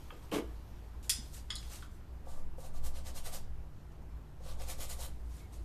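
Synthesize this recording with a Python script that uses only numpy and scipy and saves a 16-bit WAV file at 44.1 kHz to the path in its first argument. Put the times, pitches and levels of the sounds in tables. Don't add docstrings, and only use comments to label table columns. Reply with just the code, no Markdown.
import sys
import numpy as np
from scipy import signal
from scipy.fft import rfft, irfft, next_fast_len
from scipy.io import wavfile
from scipy.ndimage import uniform_filter1d

SR = 44100
rng = np.random.default_rng(int(sys.argv[2]) if len(sys.argv) > 2 else 0)


def output_pcm(signal):
    pcm = np.clip(np.atleast_2d(signal).T, -1, 1) * 32767
    wavfile.write(sys.argv[1], SR, np.round(pcm).astype(np.int16))


def attenuation_scalar(level_db):
    decades = np.asarray(level_db, float) / 20
    return 10 ** decades


N = 248724
T = np.arange(N) / SR


def evened(x):
    return x / np.sqrt(np.mean(x ** 2) + 1e-20)


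def read(points, hz):
    f, value = np.transpose(points)
    return np.interp(np.log(hz + 1), np.log(f + 1), value)


def colour(x, gain_db):
    size = next_fast_len(len(x))
    gain = attenuation_scalar(gain_db(np.fft.rfftfreq(size, 1 / SR)))
    return irfft(rfft(x, size) * gain, size)[:len(x)]


def favour(hz, centre_hz, octaves):
    return np.exp(-.5 * (np.log2(hz / centre_hz + 1e-3) / octaves) ** 2)


def resonate(x, hz, width):
    r = np.exp(-np.pi * width / SR)
    pole = r * np.exp(2j * np.pi * hz / SR)
    return 2 * signal.lfilter([1 - r], [1, -pole], x + 1e-18).real


def body(x, modes):
    out = 0
    for k, (hz, width, db) in enumerate(modes):
        out = out + (-1) ** k * attenuation_scalar(db) * resonate(x, hz, width)
    return out


def grit(per_s, spread_db):
    size = attenuation_scalar(spread_db * np.minimum(rng.exponential(1, N), 5)) * rng.standard_normal(N)
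    return evened(size * (rng.random(N) < per_s / SR))


def speed(s, rise, fall):
    return np.exp(-.5 * ((T - s) / np.where(T < s, rise, fall)) ** 2)


def swells(rows, rise, fall):
    return sum(attenuation_scalar(db) * speed(s, rise, fall) for s, db in rows)


def patchy(x, patchy_db, frames, bins):
    z = signal.stft(x, nperseg=512)[2]
    across_hz = uniform_filter1d(rng.standard_normal(z.shape), bins, 0)
    patches = uniform_filter1d(across_hz, frames, 1)
    return signal.istft(z * attenuation_scalar(patchy_db * evened(patches)), nperseg=512)[1][:N]


def place(s, db, sound):
    out = np.zeros(N + len(sound))
    out[round(s * SR):][:len(sound)] = attenuation_scalar(db) * sound / abs(sound).max()
    return out[:N]


def knock(s, db, centre_hz, octaves, damping, modes):
    t, ring = T[:14000], 0
    for k, (hz, width, mode_db) in enumerate(modes):
        decay = np.exp(-np.pi * damping * width * t)
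        level = favour(hz, centre_hz, octaves) * attenuation_scalar(mode_db)
        ring = ring + level * decay * np.sin(2 * np.pi * hz * t + k ** 2)
    return place(s, db, ring * np.minimum(t * 3000, 1))


# frequency in Hz, time to die by 60 dB in seconds.
ROOM_T60 = [(100, 0.54), (500, 0.43), (2000, 0.41), (5000, 0.33), (9000, 0.27), (14000, 0.2)]


def room(x):
    taps = np.zeros(SR // 2)
    at = np.arange(150, SR // 2 - 10, 10) + rng.integers(0, 10, (SR // 2 - 151) // 10)
    taps[at] = rng.choice([-1., 1.], at.shape)
    hz, t, z = signal.stft(taps, SR, nperseg=256)
    decay = attenuation_scalar(-60 * t / read(ROOM_T60, hz)[:, None])
    near_walls = 1 + 1.68 * np.exp(-t / 0.01)
    tail = signal.istft(z * decay * near_walls, SR, nperseg=256)[1]
    return signal.fftconvolve(x, tail / np.linalg.norm(tail))[:N]


# frequency in Hz, density in dB per Hz.
AIR_SPECTRUM = [(5, -3), (17, -1), (32, -18.5), (65, -11.5), (119, -21.5), (170, -20.5), (320, -21),
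                (520, -28.5), (950, -27.5), (1400, -32), (2200, -36.5), (5000, -41.5), (9500, -46.5),
                (13500, -42.5)]


def air_wash():
    stir_db, still_db, settle_s = 10, -7, 1
    frames, hz = N // 256 + 5, np.fft.rfftfreq(1024, 1 / SR)
    patches = uniform_filter1d(rng.standard_normal((frames, 513)), 10, 0)
    patches_db = 1.5 * evened(uniform_filter1d(patches, 12, 1)).T
    treble_db = still_db + stir_db * np.exp(-np.arange(frames) * 256 / SR / settle_s)
    treble_share = np.clip(np.log2(hz / 700 + 0.011) / 2.4, 0, 1)[:, None]
    noise = rng.standard_normal((frames - 1) * 256)
    hiss = evened(colour(noise, lambda f: read(AIR_SPECTRUM, f)))
    z = signal.stft(hiss, nperseg=1024, noverlap=768)[2]
    z = z * attenuation_scalar(patches_db + treble_db * treble_share)
    return attenuation_scalar(-54.5) * signal.istft(z, nperseg=1024, noverlap=768)[1][:N]


# frequency in Hz, width in Hz, level in dB.
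HUM_MODES = [(20.64, 3.3, -5.5), (30.1, 2.2, -6.5), (65.8, 5.4, -1), (90.3, 9, -7), (110.4, 7, -10),
             (197.4, 2.6, -18)]


def room_hum():
    hum = 0
    for hz, width, db in HUM_MODES:
        hum = hum + attenuation_scalar(db) * evened(resonate(rng.standard_normal(N), hz, width))
    return attenuation_scalar(-52.5) * hum


def wavering_tone(hz):
    return np.sqrt(2) * np.sin(2 * np.pi * np.cumsum(hz) / SR)


# peak time in seconds, level in dB.
GUSTS = [(.11, -60), (.54, -44.5), (.8, -50.5), (.98, -49), (1.2, -49.5), (1.4, -48.5), (1.64, -45.5),
         (1.88, -54), (2.19, -47), (2.55, -48.5), (2.87, -41.5), (3.07, -52), (3.33, -54), (3.58, -45.5),
         (3.86, -52.5), (4.15, -46.5), (4.45, -50.5), (4.64, -45), (4.8, -59), (4.96, -45), (5.12, -49),
         (5.3, -43), (5.63, -42.5)]


def gust_boom(waver):
    rise_s, fall_s, calm_db = 0.079, 0.07, -72
    return (swells(GUSTS, rise_s, fall_s) + attenuation_scalar(calm_db)) * wavering_tone(55.96 + 1.48 * waver)


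# time in seconds, level in dB.
FAN_LEVEL = [(0, -66), (.35, -66), (.85, -84), (1.2, -64.5), (1.55, -67.5), (2.65, -61), (3.15, -65),
             (3.55, -59), (5.15, -62), (5.64, -68)]


def fan_whine(waver):
    level_db = np.interp(T, *np.transpose(FAN_LEVEL))
    return attenuation_scalar(level_db) * wavering_tone(149.4 + 1.3 * waver)


def ventilation():
    noise = air_wash() + room_hum()
    waver = evened(uniform_filter1d(rng.standard_normal(N), size=8000))
    return noise + gust_boom(waver) + fan_whine(waver[::-1])


# frequency in Hz, density in dB per Hz.
BRISTLE_SPECTRUM = [(600, -6.5), (1200, -8.5), (1800, -9.5), (2800, -8), (4100, -5), (5500, -5.5),
                    (6800, -4), (8300, -3), (11000, -6), (13500, -6)]


def rubbing(rows, per_s, spread_db):
    hiss = colour(grit(per_s, spread_db), lambda hz: read(BRISTLE_SPECTRUM, hz))
    hiss = evened(patchy(hiss, patchy_db=1.8, frames=4, bins=8))
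    dull = colour(hiss, lambda hz: -10 * np.log10(1 + (hz / 5500) ** 4))
    bright = hiss - dull
    out = np.zeros(N)
    for s, db, rise, fall, bright_db in rows:
        blend = attenuation_scalar(-bright_db) * dull + attenuation_scalar(bright_db) * bright
        out += attenuation_scalar(db) * speed(s, rise, fall) * blend
    return out


# time of top speed in seconds, level in dB, rise in seconds, fall in seconds,
# brightness in dB (added to the bright share, taken off the dull one).
RUSTLE_STROKES = [(.03, -76, .02, 0.058, -9), (.13, -82, 0.021, 0.022, -3), (.233, -68, 0.0082, 0.018, -7),
                  (1.033, -56.5, 0.003, 0.041, -1.5), (1.348, -52, 0.015, 0.024, -1),
                  (1.383, -61, 0.014, 0.035, -4.5), (1.66, -60.5, 0.099, 0.029, -5),
                  (1.742, -49, 0.026, 0.029, -3), (1.94, -70.5, 0.033, 0.037, 2),
                  (1.83, -62, 0.035, 0.027, -5), (5.35, -64, 0.04, 0.03, -2),
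                  (5.4, -65, 0.027, 0.033, -1.5), (5.535, -62, 0.007, 0.025, -1), (5.2, -73.5, .08, .1, 0),
                  (5.6, -71.5, 0.1, .1, -4), (1.27, -61.5, .04, 0.036, -1)]


def rustle():
    return rubbing(RUSTLE_STROKES, per_s=14000, spread_db=0.3)


# peak time in seconds, level in dB.
SQUEAK_RUBS = [
    (5.413, -68),
    (5.447, -71),
]


def squeak():
    whistle = evened(resonate(rng.standard_normal(N), 2200, 130))
    return swells(SQUEAK_RUBS, rise=.006, fall=0.015) * whistle


# frequency in Hz, width in Hz, level in dB.
TABLE_MODES = [(196, 71, -6.5), (295, 27, 0.5), (348, 43, 0), (452, 65, -2), (538, 137, -9),
               (680, 210, -12.5), (840, 110, -12.5), (1125, 150, -17), (1650, 180, -22.5), (2200, 190, -23),
               (2950, 530, -25.5)]


def jar():
    start_s, top_s, stop_s = .314, 0.345, .39
    start_db, top_db, stop_db, fade_db_per_s = -37, -30, -35, 415
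    slip_db = np.interp(T, [start_s, top_s, stop_s], [start_db, top_db, stop_db])
    slip_db = slip_db - fade_db_per_s * np.maximum(T - stop_s, 0)
    gate = uniform_filter1d(1. * (T > start_s), size=100)
    slips = grit(per_s=2500, spread_db=0.0)
    wood = body(gate * attenuation_scalar(slip_db) * slips, TABLE_MODES) / np.std(body(slips, TABLE_MODES))
    fizz = colour(grit(per_s=15000, spread_db=-2.0), lambda hz: -3.0 * abs(np.log2(hz / 3000 + 0.056)))
    fizz_db = -43.5 + 1.5 * (slip_db - top_db)
    return wood + gate * attenuation_scalar(fizz_db) * evened(fizz)


# start in seconds, level in dB, favoured pitch in Hz, spread in octaves,
# decay in seconds.
DRY_TICKS = [(0.1058, -42.5, 1060, 0.3, 0.0018), (0.106, -41, 2750, .25, .002),
             (.125, -51, 384, 0.57, 0.044), (.256, -58, 4500, .5, 0.00078),
             (0.317, -40, 2780, 0.22, 0.0015), (1.0282, -47, 6000, 1.1, .006),
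             (1.0953, -17, 5900, 1.6, 0.0042), (1.096, -22, 8500, 1.3, 0.021),
             (1.185, -48, 230, 0.15, 0.019), (1.381, -50, 9000, .5, .0006),
             (1.5021, -37, 2200, 1.2, 0.0015), (1.555, -36.5, 8950, 0.35, 0.0026),
             (1.559, -38.5, 4030, 0.089, .007), (1.628, -46, 2800, 0.65, 0.0012),
             (1.706, -57, 6500, .5, .001), (3.92, -63, 5500, 0.55, 0.0052), (4.02, -64, 4530, 0.73, .004),
             (5.405, -55, 2800, 0.57, 0.0032), (1.0962, -44, 1000, .4, 0.0019),
             (1.826, -44, 1320, .2, 0.0058), (1.505, -42.5, 2120, 0.097, .004)]


def tick(s, db, centre_hz, octaves, decay):
    lead, t = 200, T[:3000]
    burst = (1 + rng.standard_normal(len(t)) ** 2) * rng.choice([-1, 1], len(t))
    puff = np.r_[np.zeros(lead), burst * np.exp(-t / decay)]
    puff = colour(puff, lambda hz: 20 * np.log10(favour(hz, centre_hz, octaves) + 1e-5))
    return place(s - lead / SR, db, puff)


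def dry_ticks():
    return sum(tick(*row) for row in DRY_TICKS)


# start in seconds, level in dB, favoured pitch in Hz,
# spread in octaves, grip damping factor.
FERRULE_BLOWS = [
    (1.0985, -24, 5500, 2.5, 1.7),
    (1.505, -39, 3800, 0.91, 1.2),
    (1.556, -47, 5000, .5, 1.1),
]
# frequency in Hz, width in Hz, level in dB.
FERRULE_MODES = [(3370, 20, 0.5), (4640, 12, -3), (5050, 4.5, -7), (5100, 6.8, -14), (7400, 18, -9),
                 (9400, 16, -9), (8920, 18, -5)]


def ferrule_rings():
    return sum(knock(*row, FERRULE_MODES) for row in FERRULE_BLOWS)


# start in seconds, level in dB, favoured pitch in Hz, spread in octaves,
# grip damping factor.
SOFT_BLOWS = [
    (1.5045, -24, 3750, 0.77, 1.3),
    (1.521, -38, 4200, 1.8, 3.4),
    (1.555, -32, 6500, 0.49, 2.8),
    (1.583, -45, 6030, 0.35, 1.4),
    (1.825, -41, 2500, 0.79, 3.5),
]
# frequency in Hz, width in Hz, level in dB.
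THICK_HANDLE_MODES = [(1220, 46, -3.5), (1580, 210, 0), (2100, 210, -9.5), (3380, 130, 0), (4100, 270, -16),
                      (4730, 100, -19), (5090, 78, -7.5), (6860, 120, -8), (8600, 210, -5),
                      (10560, 270, -2), (12000, 500, -21)]


def soft_clacks():
    return sum(knock(*row, THICK_HANDLE_MODES) for row in SOFT_BLOWS)


# start in seconds, level in dB, favoured pitch in Hz, spread in octaves,
# grip damping factor.
HARD_BLOWS = [
    (1.0944, -19, 8500, 0.64, 2.1),
    (1.0986, -16, 5100, 1.2, 2.1),
    (1.1075, -27, 5000, 0.88, 1.5),
]
# frequency in Hz, width in Hz, level in dB.
HANDLE_MODES = [(1830, 220, -0.5), (2200, 350, 1.5), (2730, 180, -11), (3470, 140, -0.5), (4830, 88, -2),
                (5050, 140, 7), (5890, 210, 4.5), (6500, 330, 3.5), (7550, 200, 1), (8480, 190, 2.5),
                (9530, 89, 5), (10000, 330, 6.5), (11170, 390, 6), (12300, 880, -15)]


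def handle_clacks():
    return sum(knock(*row, HANDLE_MODES) for row in HARD_BLOWS)


# peak time in seconds, rocking level in dB.
CANVAS_SHOVES = [
    (2.41, -33),
    (2.82, -30),
    (3.0, -43.5),
    (3.26, -36),
    (3.52, -41.5),
    (4.56, -37),
    (4.85, -39.5),
    (5.15, -47),
]


def canvas_sway():
    sway_hz, rise_s, fall_s, rest_db = 10.8, 0.082, .1, -55.5
    sway = np.sin(2 * np.pi * sway_hz * T) + 0.072 * np.sin(2 * np.pi * 3.1 * sway_hz * T)
    return np.sqrt(2) * (swells(CANVAS_SHOVES, rise_s, fall_s) + attenuation_scalar(rest_db)) * sway


# start in seconds, level in dB, favoured pitch in Hz.
LANDINGS = [(2.27, -44, 730), (2.583, -41, 520), (2.64, -52, 617), (3.269, -43.5, 710), (3.345, -52, 800),
            (4.405, -51, 560), (4.46, -47, 520), (4.605, -45.5, 680), (4.69, -46, 626), (4.79, -48.5, 680),
            (4.99, -47, 526)]
# frequency in Hz, width in Hz, level in dB.
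CLOTH_MODES = [(524, 33, 4), (665, 79, 1.5), (817, 72, -1), (902, 110, -3.5), (1172, 29, 1),
               (1538, 28, -5.5)]


def brush_landings():
    return sum(knock(s, db, hz, 0.39, 1.0, CLOTH_MODES) for s, db, hz in LANDINGS)


# time of top speed in seconds, bristle hiss in dB, rise in seconds, brightness in
# dB (added to the bright share, taken off the dull one).
SCRUB_STROKES = [(2.31, -61, 0.031, -2), (2.385, -67, 0.024, -1.5), (2.609, -59, 0.018, .4),
                 (2.656, -58.5, 0.012, -1.5), (2.762, -59.5, 0.017, -2.5), (2.856, -47.5, 0.013, 0.7),
                 (2.97, -55.5, 0.02, -4), (3.074, -51.5, 0.016, -4), (3.171, -47.5, .015, -2),
                 (3.265, -45.5, 0.014, -2), (3.344, -45, 0.015, -0.4), (4.496, -56.5, 0.04, -5.5),
                 (4.62, -54.5, 0.021, -6), (4.701, -44, 0.015, -1.7), (4.823, -44, 0.022, -1.3),
                 (4.909, -45, 0.013, -0.4), (5.027, -45.5, 0.028, -.6)]


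def canvas_scrub():
    drum_db, drum_per_hiss_db, usual_hiss_db = -57.5, 0.38, -51.5
    lead_s = 0.0055
    rows, press = [], 0
    for s, db, rise, bright_db in SCRUB_STROKES:
        fall = .019 + .35 * rise
        rows.append((s, db, rise, fall, bright_db))
        press_db = drum_db + drum_per_hiss_db * (db - usual_hiss_db)
        press = press + attenuation_scalar(press_db) * speed(s - lead_s, rise, fall + lead_s)
    hiss = rubbing(rows, per_s=14000, spread_db=1.3)
    weave = grit(per_s=1100, spread_db=0.5)
    drum = body(press * weave, CLOTH_MODES) / np.std(body(weave, CLOTH_MODES))
    return hiss + drum


def scene():
    scrub = canvas_scrub() + brush_landings()
    clacks = handle_clacks()
    soft = soft_clacks()
    ticks = dry_ticks()
    moves = rustle() + squeak()
    drag = jar()
    near = scrub + clacks + soft + ticks + moves + drag + ferrule_rings()
    to_room = attenuation_scalar(-5) * scrub + attenuation_scalar(5.5) * clacks + attenuation_scalar(1.0) * soft
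    to_room = to_room + attenuation_scalar(-5.0) * ticks + attenuation_scalar(-13) * moves + attenuation_scalar(-10.5) * drag
    return (near + room(to_room) + canvas_sway() + ventilation())[None]


def roll_off(x):
    return signal.sosfilt(signal.butter(12, 15180, fs=SR, output="sos"), x)


# frequency in Hz, gain in dB.
BAND_LIMIT = [(13750, 0), (13950, -32), (15000, -38), (16000, -55)]


def record(dry):
    mix = colour(dry[0], lambda hz: read(BAND_LIMIT, hz))[None]
    return roll_off(mix)


dry = scene()
out = record(dry)
output_pcm(out)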